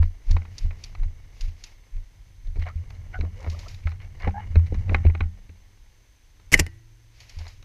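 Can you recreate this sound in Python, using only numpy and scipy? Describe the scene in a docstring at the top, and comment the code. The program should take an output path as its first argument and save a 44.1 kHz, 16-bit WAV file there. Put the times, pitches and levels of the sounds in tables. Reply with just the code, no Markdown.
"""Airsoft walk and pistol shot

A player walks over dirt, wearing a camera in a closed plastic case that muffles the air and passes on
every jolt. Steps thud and make the camera mount boom; gear clicks, rubs and squeaks. Other guns snap
far off, singly and in short bursts. Near the end the player fires one shot from a gas pistol: its
slide (the moving top part) flies back and slams shut."""
import sys
import numpy as np
from scipy import signal
from scipy.fft import rfft, irfft
from scipy.io import wavfile
from scipy.ndimage import uniform_filter1d

SR = 44100
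rng = np.random.default_rng(int(sys.argv[2]) if len(sys.argv) > 2 else 0)


def bounce(signal):
    """Save signal as a 16-bit WAV file at the path given by the first command-line argument."""
    frames = np.transpose(np.atleast_2d(signal))
    limited = np.clip(frames, -1, 1)
    pcm = np.round(limited * 32767).astype(np.int16)
    wavfile.write(sys.argv[1], SR, pcm)


N = 336924
TIME = np.arange(N) / SR
AGE = TIME[:SR // 2]  # seconds since a hit

# Footfalls, a jog that slows to a shuffle: t/s, body swing/dB, heel/dB, toe/dB
STEPS = [(0.002, -16, -5.5, -45), (0.307, -10.5, -12, -12), (0.646, -16.5, -16, -31),
         (1.02, -15, -26, -24.5), (1.44, -18, -32, -26), (1.961, -22.5, -29.5, -54),
         (2.483, -22.5, -29, -36), (2.587, -24, -15.5, -24), (2.758, -41.5, -19, -40.5),
         (3.202, -24.5, -17.5, -37), (3.482, -32, -26.5, -43), (3.856, -38, -13.5, -37),
         (4.242, -29, -18.5, -33), (4.505, -38, -21.5, -21.5), (4.567, -28, -4, -30),
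         (4.775, -30, -18, -23.5), (4.929, -19.5, -32, -26), (5.064, -19, -8, -23),
         (5.219, -24.5, -17, -22.5), (7.369, -37.5, -25.5, -27.5)]
# Tone of a breaking grain of dirt: f/Hz, level/dB
GRIT_TONE = [(1200, -10), (2200, 16), (2900, -3.5), (3400, -7), (4100, 5), (5000, -4), (6200, -6.5),
             (8000, -31.5), (14000, -36.5)]
# Hits in the pistol, trigger to last rattle: t/s, crack/dB, crack t60/s, slide ring/dB
# (t60 is the time a sound takes to fade by 60 dB)
PISTOL_HITS = [(6.518, -26, 0.076, -34), (6.5238, -19.5, 0.036, -39), (6.527, -20, 0.054, -20.5),
               (6.5315, -13, 0.045, -23.5), (6.5402, -6.5, 0.025, -3), (6.575, -34, 0.11, -44.5),
               (6.5921, -12, 0.0056, -39), (6.5955, -8, 0.03, -17), (6.665, -29, 0.0071, -29)]
# Tone of the pistol's crack: f/Hz, level/dB
CRACK_TONE = [(120, -31.5), (200, -17), (539, -16), (1400, -22.5), (2160, -2), (2630, -5.5), (2990, -12.5),
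              (3510, -23), (5420, -11), (6490, -16), (7100, -10), (8050, -18.5), (13100, -23.5),
              (14900, -36)]
# Notes of the struck slide: f/Hz, level/dB, t60/s
SLIDE_NOTES = [(1845, -1.5, 0.082), (2030, -5, 0.027), (2040, 0.5, 0.05), (2350, -9, 0.027),
               (2476, -8.5, .04), (2960, -4, 0.047), (3534, -17.5, .035), (4630, -20, .05),
               (5100, -22, .06), (5230, -17.5, 0.077), (6224, -15, 0.026), (6860, -15, .04),
               (8600, -18.5, 0.029), (13020, -21.5, .03)]
# Notes of the pistol's spring and frame: f/Hz, level/dB, t60/s
SPRING_NOTES = [(112, -42.5, 2.7), (334, -56, 1.7), (1561, -42, 0.33), (1771, -48.5, 0.38),
                (1936, -45, 0.6), (2820, -45, .32), (9700, -49.5, .28), (9730, -50.5, .22)]
# Buckles and gun parts knocking: t/s, middle click/dB, low body/dB, high edge/dB
KNOCKS = [(0.366, -27.5, -35.5, -47), (0.452, -41.5, -61, -73), (0.708, -39, -56, -60),
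          (0.95, -37.5, -67, -47.5), (1.032, -43.5, -55, -51.5), (2.471, -56, -53, -52),
          (2.558, -49, -40, -62), (2.622, -39, -45, -46), (2.904, -42.5, -66.5, -43),
          (3.189, -51, -30.5, -56.5), (3.209, -34.5, -37.5, -42.5), (3.229, -54, -30.5, -63),
          (3.444, -47, -38, -59), (3.471, -42, -29, -57.5), (3.745, -55, -68, -40), (3.87, -26, -43, -47),
          (3.917, -43, -60, -51), (4.275, -28.5, -21.5, -50), (4.556, -26, -23.5, -45.5),
          (4.723, -48.5, -23.5, -61), (4.744, -36.5, -39, -42.5), (4.894, -28.5, -25.5, -52),
          (4.917, -43.5, -24.5, -55), (4.945, -14, -22, -36.5), (5.051, -36, -18.5, -60),
          (5.065, -32, -37.5, -58), (5.099, -37, -45.5, -65), (5.15, -30.5, -37, -57),
          (5.206, -22, -28.5, -52), (5.493, -50.5, -44.5, -66), (6.398, -53, -57, -58),
          (7.467, -41, -60, -42), (7.626, -48, -68, -44)]
# Tone of a knock: f/Hz, level/dB
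KNOCK_TONE = [(150, 14), (400, 9.5), (700, -3), (1100, -5.5), (1700, -7.5), (2200, -1), (2600, -6),
              (3100, -23.5), (4000, -3.5), (5000, -23), (6200, -16.5), (8000, -45.5), (14000, -30)]
# Notes of the plastic case: f/Hz, level/dB, t60/s
CASE_NOTES = [(799.5, -7, 0.2), (1082, -1, 0.086), (1313, -5, 0.11), (1442, -4.5, 0.1), (1490, -12, 0.19),
              (1800, -18.5, 0.41), (1890, -23, .4), (2030, -1, 0.088), (2220, 0, 0.054), (2478, 0, 0.043),
              (3050, -7, 0.051), (3760, -8, .03)]
# Short noises: middle t/s, length of the loud part/s, level/dB, centre f/Hz, crackle/dB
# Most are scrapes. At 3.411 s a far gun winds up with a faint, high whir;
# at 4.278 s knocking gear gives a short, dull thud.
SHORT_NOISES = [(0.017, 0.032, -45, 1100, -52), (0.313, 0.052, -52, 900, -60), (2.586, .05, -50, 430, -57),
                (2.624, 0.044, -49, 2300, -58), (2.682, 0.046, -40, 1100, -53),
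                (3.147, 0.02875, -45.5, 1690, -64), (3.249, 0.064, -46.5, 560, -73),
                (3.411, .08, -59, 5500, -64), (3.451, .08, -44.5, 790, -63),
                (3.62, 0.1545, -55.5, 745, -67), (3.884, .07, -66, 2180, -54.5),
                (4.024, 0.054, -51.5, 1890, -63), (4.244, 0.07, -38.5, 1266, -48.5),
                (4.278, .016, -26.5, 417, -71), (4.414, 0.1, -52, 1466, -75),
                (4.665, 0.036, -62, 1990, -57), (4.913, 0.075, -42.5, 483, -59.5),
                (5.056, 0.0672, -51, 1800, -68), (7.439, .12, -55.5, 905, -58)]
# Straps and rubber creaking: t/s, length/s, f/Hz, rise/share of f, level/dB, added octave/dB
SQUEAKS = [(2.669, 0.06, 674, 0.065, -64.5, 15.5), (3.131, 0.0523, 745, 0.09, -43.5, 5),
           (3.355, 0.065, 504, 0.228, -52.5, -20), (3.52, 0.0452, 580.5, 0.13, -49.5, -2),
           (3.653, 0.026, 603, 0.147, -50.5, 0), (4.27, 0.0303, 802, -0.011, -32.5, -20.5),
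           (4.335, 0.078, 828, 0.075, -31.5, -15)]
# Other players firing: t/s, number of rounds, snap/dB, echo/dB
FAR_SHOTS = [(0.311, 1, -34, -57), (0.582, 1, -33, -54.5), (0.839, 1, -33, -57.5), (1.409, 1, -35.5, -50),
             (1.639, 1, -34, -53.5), (3.499, 3, -40, -51), (7.203, 4, -42.5, -55.5)]
# Tone of a far gun's snap: f/Hz, level/dB
SNAP_TONE = [(710, -46), (1200, -36), (1510, -25), (2350, -13), (3660, -14), (4620, -6.5), (5760, -11),
             (6540, -12), (8240, -32), (10600, -30.5), (14900, -59)]
# Tone of the yard's echo, also used for the far motors: f/Hz, level/dB
ECHO_TONE = [(600, -5.5), (1500, -9), (2200, 1.5), (3400, -6), (5000, -3), (6800, -9.5), (8500, -26.5),
             (11500, -18.5), (15000, -28.5)]
# How hard the player moves: t/s, mount tremble/dB, cloth rustle/dB
MOTION = [(0.1, -55, -64), (0.67, -42, -59), (1.84, -59.5, -65.5), (2.43, -54, -69), (2.66, -42.5, -64.5),
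          (3.04, -41.5, -58.5), (3.38, -43, -56.5), (3.52, -42.5, -57), (3.69, -40.5, -63),
          (4.26, -42, -59.5), (4.93, -26.5, -52.5), (5.12, -30, -61), (5.27, -49.5, -64.5),
          (5.6, -60.5, -67), (6.21, -67, -73.5), (6.63, -51, -66), (6.97, -65, -73), (7.64, -51.5, -66)]
# Tone of rubbing cloth, also the base for the short noises: f/Hz, level/dB
CLOTH_TONE = [(120, 4.5), (250, 4.5), (500, 3.5), (900, -0.5), (1500, -7), (2200, 4.5), (2550, -15.5),
              (2880, -2), (3300, -17), (6000, -14), (9000, -29.5)]
# Tone of the background hiss: f/Hz, level/dB
HISS_TONE = [(71, -25), (120, 1), (199, -12), (291, -1.5), (371, -9), (666, -13.5), (997, -7),
             (1170, -12.5), (1750, -7), (4340, -10), (5000, -11), (6120, -11), (7050, -16.5),
             (14900, -21.5)]

SHOT_S, SLAM_S = 6.5398, 6.602  # the gas pops; the slide is shut again
SWING_HZ, SWING_PEAK_S = 27.67, 0.039  # the body's swing and the time it takes to build up
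SOLE_CONTACT_S, KNOCK_CONTACT_S = 0.006, 0.002  # how long a soft and a hard hit push


def footsteps(lead_s=0.042, heel_to_toe_s=0.03824, grit_s=0.09):
    """Each step swings the camera; heel and then toe jolt the mount, and grit crunches underfoot."""
    out, jolt, tread = np.zeros(N), mount_boom(SOLE_CONTACT_S), swell(grit_s)
    for t, swing_db, heel_db, toe_db in STEPS:
        touch = t - SOLE_CONTACT_S / 4
        grit_db = -61 + 0.2 * heel_db  # a harder heel crunches a little louder
        add(out, t - lead_s, body_swing(swing_db))
        add(out, touch, amp(heel_db) * jolt)
        add(out, touch + heel_to_toe_s, amp(toe_db) * jolt)
        add(out, t - lead_s, amp(grit_db) * tread * crunch(len(tread)))
    return out


def body_swing(db):
    """The body's weight carries the camera through a few slow swings."""
    progress = AGE / SWING_PEAK_S
    return amp(db) * progress ** 2 * np.exp(2 * (1 - progress)) * np.sin(2 * np.pi * SWING_HZ * AGE)


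def mount_boom(contact_s, low_hz=83, high_hz=160):
    """A push leaves the case booming on its mount; a shorter push brings out more of the high note."""
    push = swell(contact_s) ** 2
    low = fade(t60=0.23) * np.sin(2 * np.pi * low_hz * AGE)
    high = amp(-12) * fade(t60=0.056) * np.sin(2 * np.pi * high_hz * AGE)
    jolt = signal.fftconvolve(low + high, push / push.sum())
    jolt[:len(push)] += amp(-9) * push
    return jolt


def crunch(size, ticks_per_s=210, tick_t60=0.009):
    """A crackle like breaking grains of dirt: tiny ticks, most of them weak and a few strong."""
    n = int(2 * tick_t60 * SR)
    out = np.zeros(size + n)
    for place, chance in rng.random((int(ticks_per_s * size / SR) + 2, 2)):
        i = int(place * size)
        tick_db = -4.5 * np.log(chance + 0.05)
        out[i:i + n] += amp(tick_db) * noise(GRIT_TONE, n) * fade(tick_t60)[:n]
    return unit(out[:size])


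def pistol(pop_hz=2100, pop_s=0.0052):
    """Trigger, hammer and gas, then the slide hits its stop and shuts; the hand shakes the case."""
    out = np.zeros(N)
    attack = 1 - np.exp(-AGE / 0.00026)
    for t, db, t60, slide_db in PISTOL_HITS:
        crack = noise(CRACK_TONE, len(AGE)) * fade(t60)
        thud = amp(-9) * noise([(130, 7.5), (300, 0), (550, -8)], len(AGE)) * fade(t60=0.074)
        echo = amp(-40) * noise(ECHO_TONE, len(AGE)) * fade(t60=0.23)
        case = amp(-24) * ring(CASE_NOTES)
        slide = amp(slide_db) * ring(SLIDE_NOTES)
        add(out, t, attack * (amp(db) * (crack + thud + echo + case) + slide))
    # the gas pop briefly shakes the air inside the case very hard
    pop = np.sqrt(np.abs(swell(pop_s)))
    add(out, SHOT_S, amp(3) * pop * np.sin(2 * np.pi * pop_hz * AGE[:len(pop)]))
    for hz, db, t60 in SPRING_NOTES:  # spring and frame sing on
        add(out, SHOT_S, amp(db - 60 * TIME / t60) * np.sin(2 * np.pi * hz * TIME))
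    return out


def recoil():
    """The shot rocks the player; the hammer and the closing slide each jolt the mount."""
    out, jolt = np.zeros(N), mount_boom(KNOCK_CONTACT_S)
    hammer_s = PISTOL_HITS[1][0]
    add(out, SHOT_S - SWING_PEAK_S / 2, body_swing(-17))
    add(out, hammer_s, amp(-17.5) * jolt)
    add(out, SLAM_S, amp(-14) * jolt)
    return out


def gear(arm_hz=194, arm_t60=0.53, scrape_s=0.0037):
    """Hard parts scrape and knock, which rings the case, jolts the mount and makes its arm hum."""
    out, jolt, n = np.zeros(N), mount_boom(KNOCK_CONTACT_S), 4096
    scrape, attack = swell(2 * scrape_s) ** 2, 1 - np.exp(-AGE / 0.001)
    click_shape = attack * (fade(t60=0.025) + amp(-28) * fade(t60=0.071))
    body_shape, edge_shape = attack * fade(t60=0.04325), attack * fade(t60=0.016)
    for t, click_db, body_db, edge_db in all_knocks():
        burst = noise(KNOCK_TONE, n)
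        add(out, t - scrape_s, amp(click_db - 17) * scrape * noise(KNOCK_TONE, len(scrape)))
        add(out, t, amp(click_db + 2) * unit(band(burst, 700, 3000, order=4)) * click_shape[:n])
        add(out, t, amp(body_db) * unit(band(burst, 150, 560)) * body_shape[:n])
        add(out, t, amp(edge_db + 4) * unit(band(burst, 3400, 12000)) * edge_shape[:n])
        case = amp(click_db - 8) * ring(CASE_NOTES)
        arm = amp(body_db - 15) * ring([(arm_hz, 0, arm_t60)])
        add(out, t, attack * (case + arm))
        add(out, t, amp(body_db + 9) * jolt)
    return out


def all_knocks(bounce_s=0.045, jingles_per_s=5.4):
    """List the main knocks, one bounce after each, and random jingles that follow the movement."""
    rows = list(KNOCKS)
    for (t, *levels), stretch in zip(KNOCKS, rng.uniform(0.5, 1.2, len(KNOCKS))):
        # a loose part falls back no harder than its own weight allows
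        change_db = min(-16.5, -44 - levels[0])
        rows.append((t + stretch * bounce_s, *np.add(levels, change_db)))
    for place, chance in rng.random((int(jingles_per_s * N / SR), 2)):
        t = place * N / SR
        _, rustle_db = motion(t)
        db = rustle_db + 4.5 + 0.5 * np.log(chance + 0.05)
        rows.append((t, db, db - 6, db - 13))
    return rows


def short_noises(focus_db=5):
    """Rough, crackly swells of noise: scrapes, a far gun's faint whir and a dull thud of gear."""
    out = np.zeros(N)
    base_hz, base_db = np.transpose(CLOTH_TONE)
    for t, length, db, centre_hz, crackle_db in SHORT_NOISES:
        shape = swell(1.7 * length) ** 2
        n = len(shape)
        tone = np.column_stack([base_hz, base_db - focus_db * np.log2(base_hz / centre_hz) ** 2])
        rough = unit(noise(tone, n) * amp(4.5 * wander(260, n)))
        crackle = amp(crackle_db) * np.sqrt(shape) * crunch(n)
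        add(out, t - n / SR / 2, amp(db) * shape * rough + crackle)
    return out


def squeaks(waver=0.03, flutter_db=4):
    """A strap sticks and slips fast enough to make a wavering note; short squeaks are the roughest."""
    out = np.zeros(N)
    for t, length, hz, rise, db, octave_db in SQUEAKS:
        shape = swell(length)
        n = len(shape)
        glide, roughness = rise * np.linspace(-0.5, 0.5, n), 0.0022 / length
        pitch = hz * (1 + glide + waver * wander(41, n) + roughness * wander(500, n))
        phase = 2 * np.pi * np.cumsum(pitch) / SR
        note = np.sin(phase) + amp(octave_db) * np.sin(2 * phase)
        add(out, t, shape * amp(db + flutter_db * wander(260, n)) * note)
    return out


def far_guns(round_gap_s=0.0922, wind_up_s=0.095, rush_s=0.0025, bounce_s=0.0046):
    """A motor pulls back a piston, which rushes forward, snaps and bounces; the yard's walls echo."""
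    out = np.zeros(N)
    whir, rush = swell(2 * wind_up_s), swell(2 * rush_s) ** 2
    attack = 1 - np.exp(-AGE / 0.00072)
    for trigger_s, rounds, db, echo_db in FAR_SHOTS:
        for k in range(round(rounds)):
            t = trigger_s + k * round_gap_s
            add(out, t - wind_up_s, amp(-60.5) * whir * noise(ECHO_TONE, len(whir)))
            add(out, t - rush_s, amp(db - 9) * rush * noise(SNAP_TONE, len(rush)))
            snap = amp(db + 3) * noise(SNAP_TONE, len(AGE)) * fade(t60=0.022) * attack
            add(out, t, snap)
            add(out, t + bounce_s * rng.uniform(0.7, 1.4), 0.49 * snap)
            echo_shape = amp(echo_db + 2 * wander(72, len(AGE))) * fade(t60=0.44)
            add(out, t, echo_shape * noise(ECHO_TONE, len(AGE)))
    return out


def fidgeting():
    """The moving body keeps the mount trembling and swaying, and the clothes rustling."""
    tremble_db, rustle_db = motion(TIME)
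    shaking = noise([(50, 1.5), (110, -1.5), (220, -12)], N)
    boom = unit(resonate(shaking, hz=90.3, width_hz=13.2))
    sway = unit(band(rng.standard_normal(N), 18, 43.3))
    # folds of cloth catch and let go in quick, uneven slips
    cloth = unit(noise(CLOTH_TONE, N) * amp(3 * wander(140, N) + 0.8 * wander(14, N)))
    return amp(tremble_db) * boom + amp(0.5 * tremble_db - 20) * sway + amp(rustle_db - 1) * cloth


def motion(t):
    """How much the body trembles and rustles at time t, in dB."""
    times, tremble_db, rustle_db = np.transpose(MOTION)
    return np.interp(t, times, tremble_db), np.interp(t, times, rustle_db)


def hiss(whistle_hz=6200, width_hz=330):
    """A faint, even hiss with a thin, high whistle in it."""
    whistle = resonate(rng.standard_normal(N), whistle_hz, width_hz)
    whistle = unit(resonate(whistle, whistle_hz, width_hz))
    return amp(-66.5) * noise(HISS_TONE, N) + amp(-75) * whistle


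def amp(db):
    """Turn decibels into a number to multiply by."""
    return 10 ** (np.asarray(db) / 20)


def unit(x):
    """Scale x to an average strength (rms) of 1."""
    return x / np.sqrt(np.mean(x ** 2))


def add(out, t, x):
    """Mix x into out from time t, or from the start if t is negative."""
    i = max(int(t * SR), 0)
    out[i:i + len(x)] += x[:max(N - i, 0)]


def fade(t60):
    """Die away after a hit, by 60 dB in t60 seconds."""
    return np.exp(-np.log(1000) * AGE / t60)


def swell(length_s):
    """A smooth rise and fall."""
    return np.sin(np.linspace(0, np.pi, int(length_s * SR)))


def wander(rate_hz, size):
    """A smooth random drift, roughly 1 either side of zero."""
    k = max(int(SR / rate_hz), 1)
    steps = np.repeat(rng.standard_normal(size // k + 1), k)
    return 1.2 * uniform_filter1d(steps, k)[:size]


def noise(tone, size):
    """Noise of strength 1 shaped by (f/Hz, level/dB) points, falling 10 dB an octave past the ends."""
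    hz, db = np.transpose(tone)
    octave, points = np.log2(np.fft.rfftfreq(size, 1 / SR) + 1), np.log2(hz)
    outside = np.abs(octave - np.clip(octave, points[0], points[-1]))
    gain = amp(np.interp(octave, points, db) - 10 * outside)
    return unit(irfft(rfft(rng.standard_normal(size)) * gain, size))


def band(x, lo_hz, hi_hz, order=2):
    """Keep the part of x between two frequencies."""
    return signal.sosfilt(signal.butter(order, [lo_hz, hi_hz], "band", fs=SR, output="sos"), x)


def resonate(x, hz, width_hz):
    """Let one frequency through fully and weaken the rest."""
    return signal.lfilter(*signal.iirpeak(hz, hz / width_hz, fs=SR), x)


def ring(notes):
    """The fading notes of a struck object; each hit mixes them a little differently."""
    hz, db, t60 = np.transpose(notes).astype(np.float32)[:, :, None]
    age = AGE.astype(np.float32)
    gain = amp(db[:, 0] + rng.normal(0, 1.8, len(notes)))
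    decay = np.exp(np.maximum(-6.9 * age / t60, -30))
    return gain @ (decay * np.sin(2 * np.pi * hz * age)) / np.sqrt(len(notes))


def scene():
    """Everything reaches the one microphone in the case."""
    return (footsteps() + gear() + short_noises() + squeaks() + pistol() + recoil()
            + far_guns() + fidgeting() + hiss())[None]


def record(dry, low_hz=8, top_hz=14900, limit=0.85):
    """The microphone ignores steady pressure, the shot overloads it, and the highest treble is cut."""
    low_cut = signal.butter(1, low_hz, "high", fs=SR, output="sos")
    top_cut = signal.ellip(8, 0.2, 70, top_hz, fs=SR, output="sos")
    clipped = np.clip(signal.sosfilt(low_cut, dry), -limit, limit)
    return signal.sosfilt(top_cut, clipped)


dry = scene()
out = record(dry)
bounce(out)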